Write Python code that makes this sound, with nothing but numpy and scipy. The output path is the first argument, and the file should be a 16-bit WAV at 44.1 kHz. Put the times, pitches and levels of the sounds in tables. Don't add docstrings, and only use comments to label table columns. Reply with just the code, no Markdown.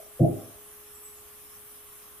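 import sys
import numpy as np
from scipy import signal
from scipy.fft import rfft, irfft, next_fast_len
from scipy.io import wavfile
from scipy.ndimage import uniform_filter1d, map_coordinates

SR = 44100
rng = np.random.default_rng(int(sys.argv[2]) if len(sys.argv) > 2 else 0)


def int16_out(signal):
    q = np.round(np.clip(np.atleast_2d(signal).T, -1, 1) * 32767)
    wavfile.write(sys.argv[1], SR, q.astype(np.int16))


N = 97020
TIME_S = np.arange(N) / SR


def amp(db):
    return 10 ** (np.asarray(db) / 20)


def unit(x):
    return x / np.sqrt(np.mean(x ** 2) + 1e-20)


def along(points, hz):
    point_hz, value = np.transpose(points)
    return np.interp(np.log(hz + 1), np.log(point_hz + 1), value)


def wobble(knots_per_s):
    knots = rng.standard_normal(int(N * knots_per_s / SR) + 4)
    return map_coordinates(knots, [TIME_S * knots_per_s])


def filtered(x, response):
    size = next_fast_len(N + SR // 2)
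    spectrum = rfft(x, size) * response(np.fft.rfftfreq(size, 1 / SR))
    return irfft(spectrum, size)[..., :N]


def stereo(mid, side):
    return np.array([mid + side, mid - side])


def decay(t, t60_s):
    return np.exp(-np.log(1000) * t / t60_s)


# time_s, level_db
HUM_LEVEL = [(0, -59), (.8, -59), (1.2, -59.5), (1.45, -62.5), (2.2, -62.5)]
HUM_HZ, HUM_DRIFT_HZ, HUM_FLUTTER_DB = 418.4, 0.25, 0.2
OCTAVE_DB, HUM_SIDE_DB = -14, -16.5


def hum():
    phase = 2 * np.pi * np.cumsum(HUM_HZ + HUM_DRIFT_HZ * wobble(4.13)) / SR
    level_db = np.interp(TIME_S, *np.transpose(HUM_LEVEL)) + HUM_FLUTTER_DB * wobble(11.95)
    mid = np.sin(phase) + amp(OCTAVE_DB) * np.sin(2 * phase)
    side = amp(HUM_SIDE_DB) * np.cos(phase)
    return amp(level_db) * np.sqrt(2) * stereo(mid, side)


# frequency_hz, correlation
LIKENESS = [(40, 0.034), (300, 0.53), (1200, 0.48), (3000, 0.23), (8000, -0.26), (13000, 0.045)]


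def rush(spectrum, patchy_db):
    z = signal.stft(rng.standard_normal((2, N)), nperseg=512)[2]
    patches = uniform_filter1d(rng.standard_normal(z.shape[1:]), size=5, axis=0)
    patches = uniform_filter1d(patches, size=10, axis=1)
    pair = signal.istft(z * amp(patchy_db * unit(patches)), nperseg=512)[1][:, :N]

    def mid_side_response(hz):
        angle = np.arccos(np.clip(along(LIKENESS, hz), -1, 1)) / 2
        return amp(along(spectrum, hz)) * [np.cos(angle), np.sin(angle)]

    return unit(stereo(*filtered(pair, mid_side_response)))


# frequency_hz, relative_density_db
AIR_SPECTRUM = [(25, -5), (68, 3.5), (130, -6), (230, -7), (320, -7), (480, -11), (700, -8), (900, -13),
                (1080, -1.5), (1500, -8.5), (2000, -10.5), (3200, -10), (4500, -16.5), (7000, -42)]
AIR_DB = -57


def air():
    return amp(AIR_DB) * rush(AIR_SPECTRUM, patchy_db=1)


# frequency_hz, relative_density_db
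HISS_SPECTRUM = [(3000, -55), (4600, -18), (5400, -8.5), (7000, -9.5), (8600, -4.5), (10200, 1),
                 (12500, 0.5), (14500, -3.5), (15500, -9.5)]
HISS_DB = -49


def hiss():
    return amp(HISS_DB) * rush(HISS_SPECTRUM, patchy_db=2.46)


PIVOT_HZ, BUILD_CYCLES = 281, 0.85


def strike(modes, start_s, bright_db_per_octave):
    t = np.maximum(TIME_S - start_s, 0)
    out = np.zeros(N)
    for hz, level_db, t60_s in modes:
        gain = amp(level_db + bright_db_per_octave * np.log2(hz / PIVOT_HZ))
        build = 1 - np.exp(-(t * hz / BUILD_CYCLES) ** 2)
        out += gain * decay(t, t60_s) * build * np.sin(2 * np.pi * hz * t)
    return out


# frequency_hz, relative_level_db, t60_s
END_MODES = [(574, -14, 0.033), (641, 1, 0.056), (675, -17, 0.017)]
# start_s, relative_level_db
END_KNOCKS = [(0.0, -38), (.028, -44), (.062, -46), (.11, -51)]


def knock():
    return sum(amp(level_db) * strike(END_MODES, start_s, 0) for start_s, level_db in END_KNOCKS)


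# frequency_hz, gain_db
ECHO_COLOUR = [(70, -20), (150, -6), (300, 1), (700, 7)]
WALL_COUNT, WALL_SPREAD_S, WALL_DB = 10, 0.035, -8.5


def walls(x):
    delays_s = rng.uniform(0, WALL_SPREAD_S, WALL_COUNT)

    def response(hz):
        echoes = sum((-1) ** k * np.exp(-2j * np.pi * hz * d) for k, d in enumerate(delays_s))
        return amp(along(ECHO_COLOUR, hz)) * echoes

    return stereo(0, amp(WALL_DB) * filtered(x, response) / np.sqrt(WALL_COUNT))


# frequency_hz, t60_s
SHED_DECAY = [(80, 0.36), (200, 0.47), (400, .5), (750, 0.7)]
# frequency_hz, gain_db
TAIL_COLOUR = [(60, 6), (100, 0), (145, -8.5), (220, 3.5), (330, -5.5), (420, 11.5), (500, 0), (590, 0.5),
               (680, -5.5), (780, 4)]
SHED_DB, SHED_DELAY_S, SHED_WIDTH_DB = -9.5, 0.018, -5.5


def shed(x):
    hz, t, z = signal.stft(rng.standard_normal((2, SR)), SR, nperseg=512)
    tail = signal.istft(z * decay(t, along(SHED_DECAY, hz)[:, None]), SR, nperseg=512)[1]
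    tail = tail / np.linalg.norm(tail[0])
    mid, side = signal.fftconvolve(x[None], tail, axes=1)[:, :N]

    def response(hz):
        return amp(along(TAIL_COLOUR, hz)) * np.exp(-2j * np.pi * hz * SHED_DELAY_S)

    return amp(SHED_DB) * filtered(stereo(mid, amp(SHED_WIDTH_DB) * side), response)


# frequency_hz, relative_density_db
SCRAPE_SPECTRUM = [(300, -40), (470, -18), (530, 9.5), (610, -1.5), (680, -2.5), (760, -50), (850, -49)]
SCRAPE_START_S, SCRAPE_RISE_S, SCRAPE_END_S, SCRAPE_FALL_S = 0.194, 0.01, 0.26, 0.012
SCRAPE_DB, SCRAPE_CLIMB_RATIO = -25.5, 1.176


def scrape():
    rise = np.clip((TIME_S - SCRAPE_START_S) / SCRAPE_RISE_S, 0, 1)
    fall = np.exp(-np.maximum(TIME_S - SCRAPE_END_S, 0) / SCRAPE_FALL_S)

    def band(ratio):
        noise = rng.standard_normal(N)
        return unit(filtered(noise, lambda hz: amp(along(SCRAPE_SPECTRUM, hz / ratio))))

    low, high = band(1), band(SCRAPE_CLIMB_RATIO)
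    angle = np.interp(TIME_S, [SCRAPE_START_S, SCRAPE_END_S], [0, np.pi / 2])
    return amp(SCRAPE_DB) * rise * fall * (np.cos(angle) * low + np.sin(angle) * high)


# frequency_hz, relative_level_db, t60_s
BOARD_MODES = [(103.3, -21.5, 0.45), (133.5, -2.5, 0.14), (158.1, 0.5, 0.17), (270.5, -13.5, 0.19),
               (335.9, -4, 0.21), (409, -3, 0.038), (497.3, -14.5, 0.054), (621, -7.5, 0.028),
               (672.5, -21.5, 0.057), (765, -29.5, 0.083)]
# start_s, relative_level_db, brightness_db_per_octave
BOARD_CONTACTS = [(.1975, -37, -16.5), (0.2047, -9.5, -0.5), (.2128, -8, -4), (.2231, -13.5, 6),
                  (0.2352, -17, 5), (0.2504, -26.5, 16), (0.2599, -22, 9), (0.282, -19, 5.5),
                  (0.2979, -29.5, -3)]


def thud():
    return sum(amp(level_db) * strike(BOARD_MODES, start_s, bright)
               for start_s, level_db, bright in BOARD_CONTACTS)


TONE_RISE_S, TONE_WANDER_HZ = 0.0076, 50.2


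def wandering_tone(start_s, pitch_hz, level_db, fade_s):
    t = np.maximum(TIME_S - start_s, 0)
    hz = pitch_hz + TONE_WANDER_HZ * np.array([wobble(250), wobble(250)])
    tone = np.sin(2 * np.pi * np.cumsum(hz, axis=1) / SR)
    envelope = np.minimum(t / TONE_RISE_S, 1) * np.exp(-(t / fade_s) ** 2)
    return amp(level_db) * np.sqrt(2) * envelope * tone


# start_s, pitch_hz, level_db, fade_s
SHORT_TONES = [(0.942, 7700, -53.5, 0.054), (1.027, 7985, -54, 0.16), (1.045, 7975, -45, 0.033),
               (1.167, 6830, -55.5, 0.022), (1.546, 14100, -52, .04), (1.64, 14660, -55, 0.1)]
SPLIT_HZ = 10000


def squeaks():
    return sum(wandering_tone(*row) for row in SHORT_TONES if row[1] < SPLIT_HZ)


def faint_high_tones():
    return sum(wandering_tone(*row) for row in SHORT_TONES if row[1] >= SPLIT_HZ)


DULL_HZ = 795


def scene():
    wood = thud() + scrape() + knock()
    in_shed = wood + walls(wood) + shed(wood)
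    dull = filtered(in_shed, lambda hz: 1 / np.sqrt(1 + (hz / DULL_HZ) ** 40))
    return dull + hum() + squeaks() + faint_high_tones() + air() + hiss()


THRESHOLD_DB, CUT_DB_PER_DB, RELEASE_S = -24.5, 0.24, 0.02
TOP_HZ = 15550


def record(dry):
    peak_db = 20 * np.log10(np.abs(dry).max(axis=0) + 1e-9)
    over_db = np.maximum(peak_db - THRESHOLD_DB, 0)
    fade = np.exp(-TIME_S / RELEASE_S)
    held_db = np.maximum.accumulate(over_db / fade) * fade
    smooth_db = uniform_filter1d(uniform_filter1d(held_db, size=400), size=400)
    return filtered(dry * amp(-CUT_DB_PER_DB * smooth_db), lambda hz: hz < TOP_HZ)


dry = scene()
out = record(dry)
int16_out(out)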